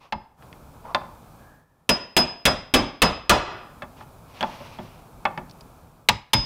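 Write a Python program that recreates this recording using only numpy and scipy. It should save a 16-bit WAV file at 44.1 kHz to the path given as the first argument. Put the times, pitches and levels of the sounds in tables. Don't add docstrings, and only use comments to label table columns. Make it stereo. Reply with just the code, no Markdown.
import sys
import numpy as np
from scipy import signal
from scipy.fft import rfft, irfft, next_fast_len
from scipy.io import wavfile
from scipy.ndimage import uniform_filter1d, map_coordinates

SR = 44100
rng = np.random.default_rng(int(sys.argv[2]) if len(sys.argv) > 2 else 0)


def store_pcm(level_fs):
    pcm = np.round(np.clip(level_fs, -1, 1) * 32767).astype(np.int16)
    wavfile.write(sys.argv[1], SR, np.atleast_2d(pcm).T)


N = 284797
T = np.arange(SR * 3 // 4) / SR

# pitch_hz, level_db, base_t60_s
SHOE_MODES = [(196.8, -7.5, 0.24), (247, -5, 0.2), (362.8, -10.5, 0.3), (557, -1.5, 0.18), (610, 0, 0.22),
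              (679, -11.5, 0.043), (907, -14.5, 0.39), (1038, -8, 0.033), (1167, -3, 0.18),
              (1270, -17.5, 0.13), (1434, -2, 0.089), (1761, -3.5, 0.12), (2120, -14, 0.074),
              (2605, 0, 0.091), (3200, -18.5, 0.051), (3410, -4, 0.11), (3410, -14, 0.12)]
# frequency_hz, base_t60_s
LIGHT_HIT_DECAY = [(150, 0.6), (500, 0.13), (1000, 0.096), (3000, 0.051), (10000, 0.045)]


def amp(db):
    return 10 ** (np.asarray(db) / 20)


def unit(x):
    return x / np.sqrt(np.mean(x ** 2) + 1e-20)


def along(points, hz):
    point_hz, values = np.transpose(points)
    return np.interp(np.log(hz + 1), np.log(point_hz + 1), values)


def wobble(rate):
    return map_coordinates(rng.standard_normal(int(N * rate / SR) + 4), [np.arange(N) * rate / SR])


def add(track, start_s, sound):
    start = max(round(start_s * SR), 0)
    track[start:start + len(sound)] += sound[:N - start]


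def noise(spectrum, size, touch=((1, 0), (2, 0))):
    padded = next_fast_len(size)
    hz = np.fft.rfftfreq(padded, 1 / SR)
    colour = unit(amp(along(spectrum, hz))) * amp(along(touch, hz))
    return irfft(rfft(rng.standard_normal(padded)) * colour, padded)[:size]


def dying(x, decay, stretch=1):
    hz, t, bands = signal.stft(x, SR, nperseg=256)
    fade = amp(-60 * t / (stretch * along(decay, hz)[:, None]))
    return signal.istft(bands * fade, SR, nperseg=256)[1][:len(x)]


def ping(hz, t60_s):
    return np.sin(2 * np.pi * hz * T) * amp(-60 * T / t60_s)


def ring(modes, touch, stretch=1):
    hz, db, t60_s = np.transpose(modes)[:, :, None]
    strength = amp(db + along(touch, hz) + 2 * rng.standard_normal(hz.shape))
    phase = 2 * np.pi * (hz * T + rng.random(hz.shape))
    envelope = amp(-60 * T / (stretch * t60_s)) * (1 - np.exp(-T * hz / 2))
    return np.sum(strength * np.sin(phase) * envelope, axis=0)


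def press(x, rise_s):
    return x * (1 - np.exp(-(T / rise_s) ** 2))


def swell(length_s):
    progress = np.linspace(0, 1, int(length_s * SR))
    return np.abs(np.sin(np.pi * progress ** 0.57)) ** 1.63


def background():
    # frequency_hz, density_db
    drone_spectrum = [(15, -32), (25, -3.5), (165, -1), (200, -10), (234, -5.5), (350, -14), (393, -12.5),
                      (818, -11), (1320, -16), (1430, -19.5), (1700, -25), (1840, -34.5), (2500, -26.5),
                      (3250, -69.5), (5500, -120)]
    hiss_spectrum = [(900, -12.5), (1700, -8), (3000, -2.5), (6000, -5), (10000, -5), (15500, -4.5),
                     (16200, -32.5)]
    spread = amp(-21.5) * noise(drone_spectrum, N)
    drone = noise(drone_spectrum, N) + np.array([spread, -spread])
    hiss = np.array([noise(hiss_spectrum, N), noise(hiss_spectrum, N)])
    return amp(-63 + 0.4 * wobble(24)) * drone + amp(-74.5) * hiss


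def in_garage(hit, wet_db):
    # frequency_hz, level_db
    wall_spectrum = [(60, -12.5), (300, 3), (1000, 4), (3000, -3), (6000, 0), (14000, -7)]
    # frequency_hz, t60_s
    wall_decay = [(100, 0.62), (400, 0.44), (1200, 0.52), (3300, 0.46), (6000, 0.38), (12000, 0.22)]
    colour = np.sqrt(np.abs(uniform_filter1d(np.abs(rfft(hit)) ** 2, size=70)))
    walls = noise(wall_spectrum, len(T))
    tail = dying(irfft(rfft(walls) * colour, len(T)), wall_decay)
    tail /= np.linalg.norm(dying(walls, wall_decay))
    return hit + amp(wet_db) * tail * (1 - np.exp(-T / 0.0033))


def faint_tones():
    # start_s, length_s, first_hz, last_hz, level_db
    tones = [(1.38, 0.61, 1610, 1806, -68.5), (4.53, 0.22, 12900, 11900, -82)]
    out = np.zeros(N)
    for start_s, length_s, first_hz, last_hz, level_db in tones:
        envelope = swell(length_s)
        hz = np.linspace(first_hz, last_hz, len(envelope)) + 90 * wobble(400)[:len(envelope)]
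        add(out, start_s, amp(level_db) * envelope * np.sin(2 * np.pi * np.cumsum(hz) / SR))
    return out


def scrapes_and_tails():
    # start_s, length_s, rasp_db, groan_db
    swells = [(0, 0.12, -54, -52.5), (0.837, 0.14, -73, -55), (0.965, 0.26, -92, -63),
              (3.96, 0.12, -68, -70), (4.264, 0.89, -60.5, -68.5)]
    # frequency_hz, density_db
    rasp_spectrum = [(400, -6), (950, 2.5), (1700, -8.5), (2500, -3), (3600, -9), (5800, -14), (7500, -27),
                     (12500, -27.5), (16000, -37.5)]
    groan_spectrum = [(300, -18), (700, -4), (930, 1), (1100, -2), (1600, -20.5), (4000, -45), (9000, -53)]
    rasp, groan = np.zeros(N), np.zeros(N)
    for start_s, length_s, rasp_db, groan_db in swells:
        add(rasp, start_s, amp(rasp_db) * swell(length_s))
        add(groan, start_s, amp(groan_db) * swell(length_s))
    flutter = amp(1.5 * wobble(36))
    return flutter * (rasp * noise(rasp_spectrum, N) + groan * noise(groan_spectrum, N))


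def tool_ticks():
    # start_s, level_db
    ticks = [(5.496, -55.5), (5.51, -54), (5.608, -50.5)]
    # frequency_hz, density_db
    tick_spectrum = [(1000, -22), (3000, -3), (5200, 7), (6500, -8), (9000, -16), (15000, -27)]
    out = np.zeros(N)
    for start_s, level_db in ticks:
        tick = noise(tick_spectrum, len(T)) * np.exp(-T / 0.0027)
        add(out, start_s, amp(level_db) * press(tick, rise_s=0.00072))
    return out


def hammer_ring(beat_hz, pitch_hz=5051):
    lower = ping(pitch_hz - beat_hz / 2, t60_s=0.5)
    upper = ping(pitch_hz + beat_hz / 2, t60_s=0.26)
    return upper - amp(-10.5) * lower


def bench_knocks():
    # start_s, level_db, sway_db, clack_db, edge_db, hammer_ring_db
    knocks = [(.123, -18.5, -42, 8, -22.5, -49.5), (6.087, -4, -35.5, -4.5, -11, -37.5),
              (6.333, 1.5, -21.5, -4, -7, -11)]
    # pitch_hz, level_db, t60_s
    bench_modes = [(132.5, -22.5, 0.47), (215.4, -3, 0.2), (569.5, -8.5, 0.2), (863, 8, 0.065),
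                   (964.5, 3.5, 0.093), (1214, -13, 0.14), (1670, -24, 0.22), (2150, 0, 0.072),
                   (2634, -3, 0.08), (3438, 3.5, 0.03), (3672, 3, 0.021)]
    # frequency_hz, density_db
    clack_spectrum = [(60, -20), (200, -22.5), (400, -15.5), (950, 4), (1400, -4.5), (2400, -1), (3600, 0),
                      (4500, -6), (8000, -7.5), (15000, -13)]
    sway_spectrum = [(15, -12.0), (50, 2), (105, 3.5), (200, -7), (400, -14.5), (1500, -80)]
    sway_age = T / 0.034
    out = np.zeros(N)
    for start_s, level_db, sway_db, clack_db, edge_db, hammer_ring_db in knocks:
        touch = [(900, clack_db), (2500, 0), (3550, 2), (4800, 0), (8000, edge_db)]
        dense = dying(noise(clack_spectrum, len(T), touch), LIGHT_HIT_DECAY, stretch=0.68)
        clack = amp(-1.5) * dense + amp(-15) * ring(bench_modes, touch)
        sway = noise(sway_spectrum, len(T)) * (sway_age * np.exp(1 - sway_age)) ** 2
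        knock = in_garage(amp(level_db) * press(clack, rise_s=0.0011), wet_db=-18.5)
        add(out, start_s, knock + amp(sway_db) * sway + amp(hammer_ring_db) * hammer_ring(beat_hz=4.8))
    return out


def blade_contacts():
    # start_s, level_db, thud_db, clunk_db, clunk_hz, tick_hz, edge_db, snap_db
    contacts = [(.424, -62.5, -2, -12, 880, 1650, -8, 6), (0.528, -64, 2, -6, 890, 2150, -3, 14),
                (0.853, -64, 6, 6, 940, 2160, -15, -12), (0.947, -33, 0.5, 7.5, 1038, 3570, -1.5, 10),
                (1.014, -58, 6, 15, 1034, 2220, -24, -24), (3.821, -41.5, -1, -5, 564, 1630, -9, -15),
                (4.008, -57, 5.5, 7, 867, 1706, -17, -8), (4.408, -38.5, 4.5, -5, 810, 3260, 1, 2),
                (4.428, -34, 3, 8.5, 869, 3390, -14, 0), (4.604, -70.5, 27, 28.5, 575, 1770, -10, -12),
                (4.787, -51, 17.5, 6, 730, 3330, -18, -6), (5.253, -29, -4.5, 1.5, 783, 2194, -13.5, -4),
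                (5.376, -44.5, 10, 4, 886, 2250, -7, 0)]
    # frequency_hz, density_db
    click_spectrum = [(60, -15.5), (200, -8.5), (420, -17.5), (850, 9), (1500, -4), (3400, -4), (4400, -16),
                      (7000, -22), (15000, -33)]
    snap_spectrum = [(500, -29.5), (1200, 5), (3500, 0), (5200, -4), (7000, -25), (14000, -33)]
    out = np.zeros(N)
    for start_s, level_db, thud_db, clunk_db, clunk_hz, tick_hz, edge_db, snap_db in contacts:
        touch = [(250, thud_db), (800, clunk_db / 2), (2000, 0.0026), (6000, edge_db)]
        dense = dying(noise(click_spectrum, len(T), touch), LIGHT_HIT_DECAY)
        steel = amp(-0.5) * dense + amp(-8.5) * ring(SHOE_MODES, touch, stretch=0.69)
        tick = amp(-0.5 + 0.18 * edge_db) * ping(tick_hz, t60_s=0.041)
        clunk = amp(clunk_db) * ping(clunk_hz, t60_s=0.095) * (1 - np.exp(-T / 0.01))
        snap = amp(snap_db) * noise(snap_spectrum, len(T)) * np.exp(-T / 0.0012)
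        contact = press(snap + tick + steel + clunk, rise_s=0.00033)
        add(out, start_s, in_garage(amp(level_db) * contact, wet_db=-20))
    return out


def hammer_blows():
    # start_s, level_db, floor_rumble_db, clang_db, decay_factor, hammer_ring_db
    blows = [(1.892, -12, -5.5, -7, 0.85, -13.5), (2.166, -10.5, -5.5, -7.5, 1.05, -8.5),
             (2.454, -9.5, 0.5, -6, 1.21, -15.5), (2.739, -8.5, 0, -6.5, 1.14, -17),
             (3.019, -8, 4, -4, 1.01, -15.5), (3.295, -4, 2, -0.5, 0.88, -23)]
    # frequency_hz, density_db
    clang_spectrum = [(30, 13.5), (90, -6.5), (230, 0), (600, 3.5), (1100, 2), (1900, -2), (2700, 2.5),
                      (3600, -3), (4600, -9.5), (7000, -16.5), (11000, -18.5), (16000, -24.5)]
    # frequency_hz, base_t60_s
    clang_decay = [(60, 0.39), (250, 0.092), (900, 0.22), (2500, 0.056), (6000, 0.069), (14000, 0.046)]
    out = np.zeros(N)
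    for start_s, level_db, floor_rumble_db, clang_db, decay_factor, hammer_ring_db in blows:
        thud_db = -1 - 0.7 * clang_db
        touch = [(15, -33.5), (50, floor_rumble_db - 4.5), (90, floor_rumble_db + 3.5),
                 (220, thud_db), (1100, clang_db), (3000, 3.5)]
        dense = dying(noise(clang_spectrum, len(T), touch), clang_decay, decay_factor)
        steel = dense + amp(-14) * ring(SHOE_MODES, touch, decay_factor)
        blow = in_garage(amp(level_db + 6.5) * steel, wet_db=-15)
        add(out, start_s, blow + amp(hammer_ring_db) * hammer_ring(beat_hz=10.5))
    return out


def scene():
    hits = hammer_blows() + blade_contacts() + tool_ticks() + bench_knocks()
    return hits + scrapes_and_tails() + faint_tones() + background()


def record(dry):
    # rise_start_s, rise_end_s, fall_start_s, fall_end_s
    rides = [(0.367, 0.43, 1.414, 1.654), (3.45, 3.76, 5.66, 6.228)]
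    ceiling, hardness, lift_db, top_hz = 0.31, 6, 15, 15950
    clipped = dry / (1 + np.abs(dry / ceiling) ** hardness) ** (1 / hardness)
    fader = sum(np.interp(np.arange(N) / SR, times, [0, 1, 1, 0]) for times in rides)
    lifted = clipped * (1 + (amp(lift_db) - 1) * fader)
    padded = next_fast_len(N + SR // 2)
    hz = np.fft.rfftfreq(padded, 1 / SR)
    return irfft(rfft(lifted, padded) / (1 + (hz / top_hz) ** 120), padded)[:, :N]


dry = scene()
out = record(dry)
store_pcm(out)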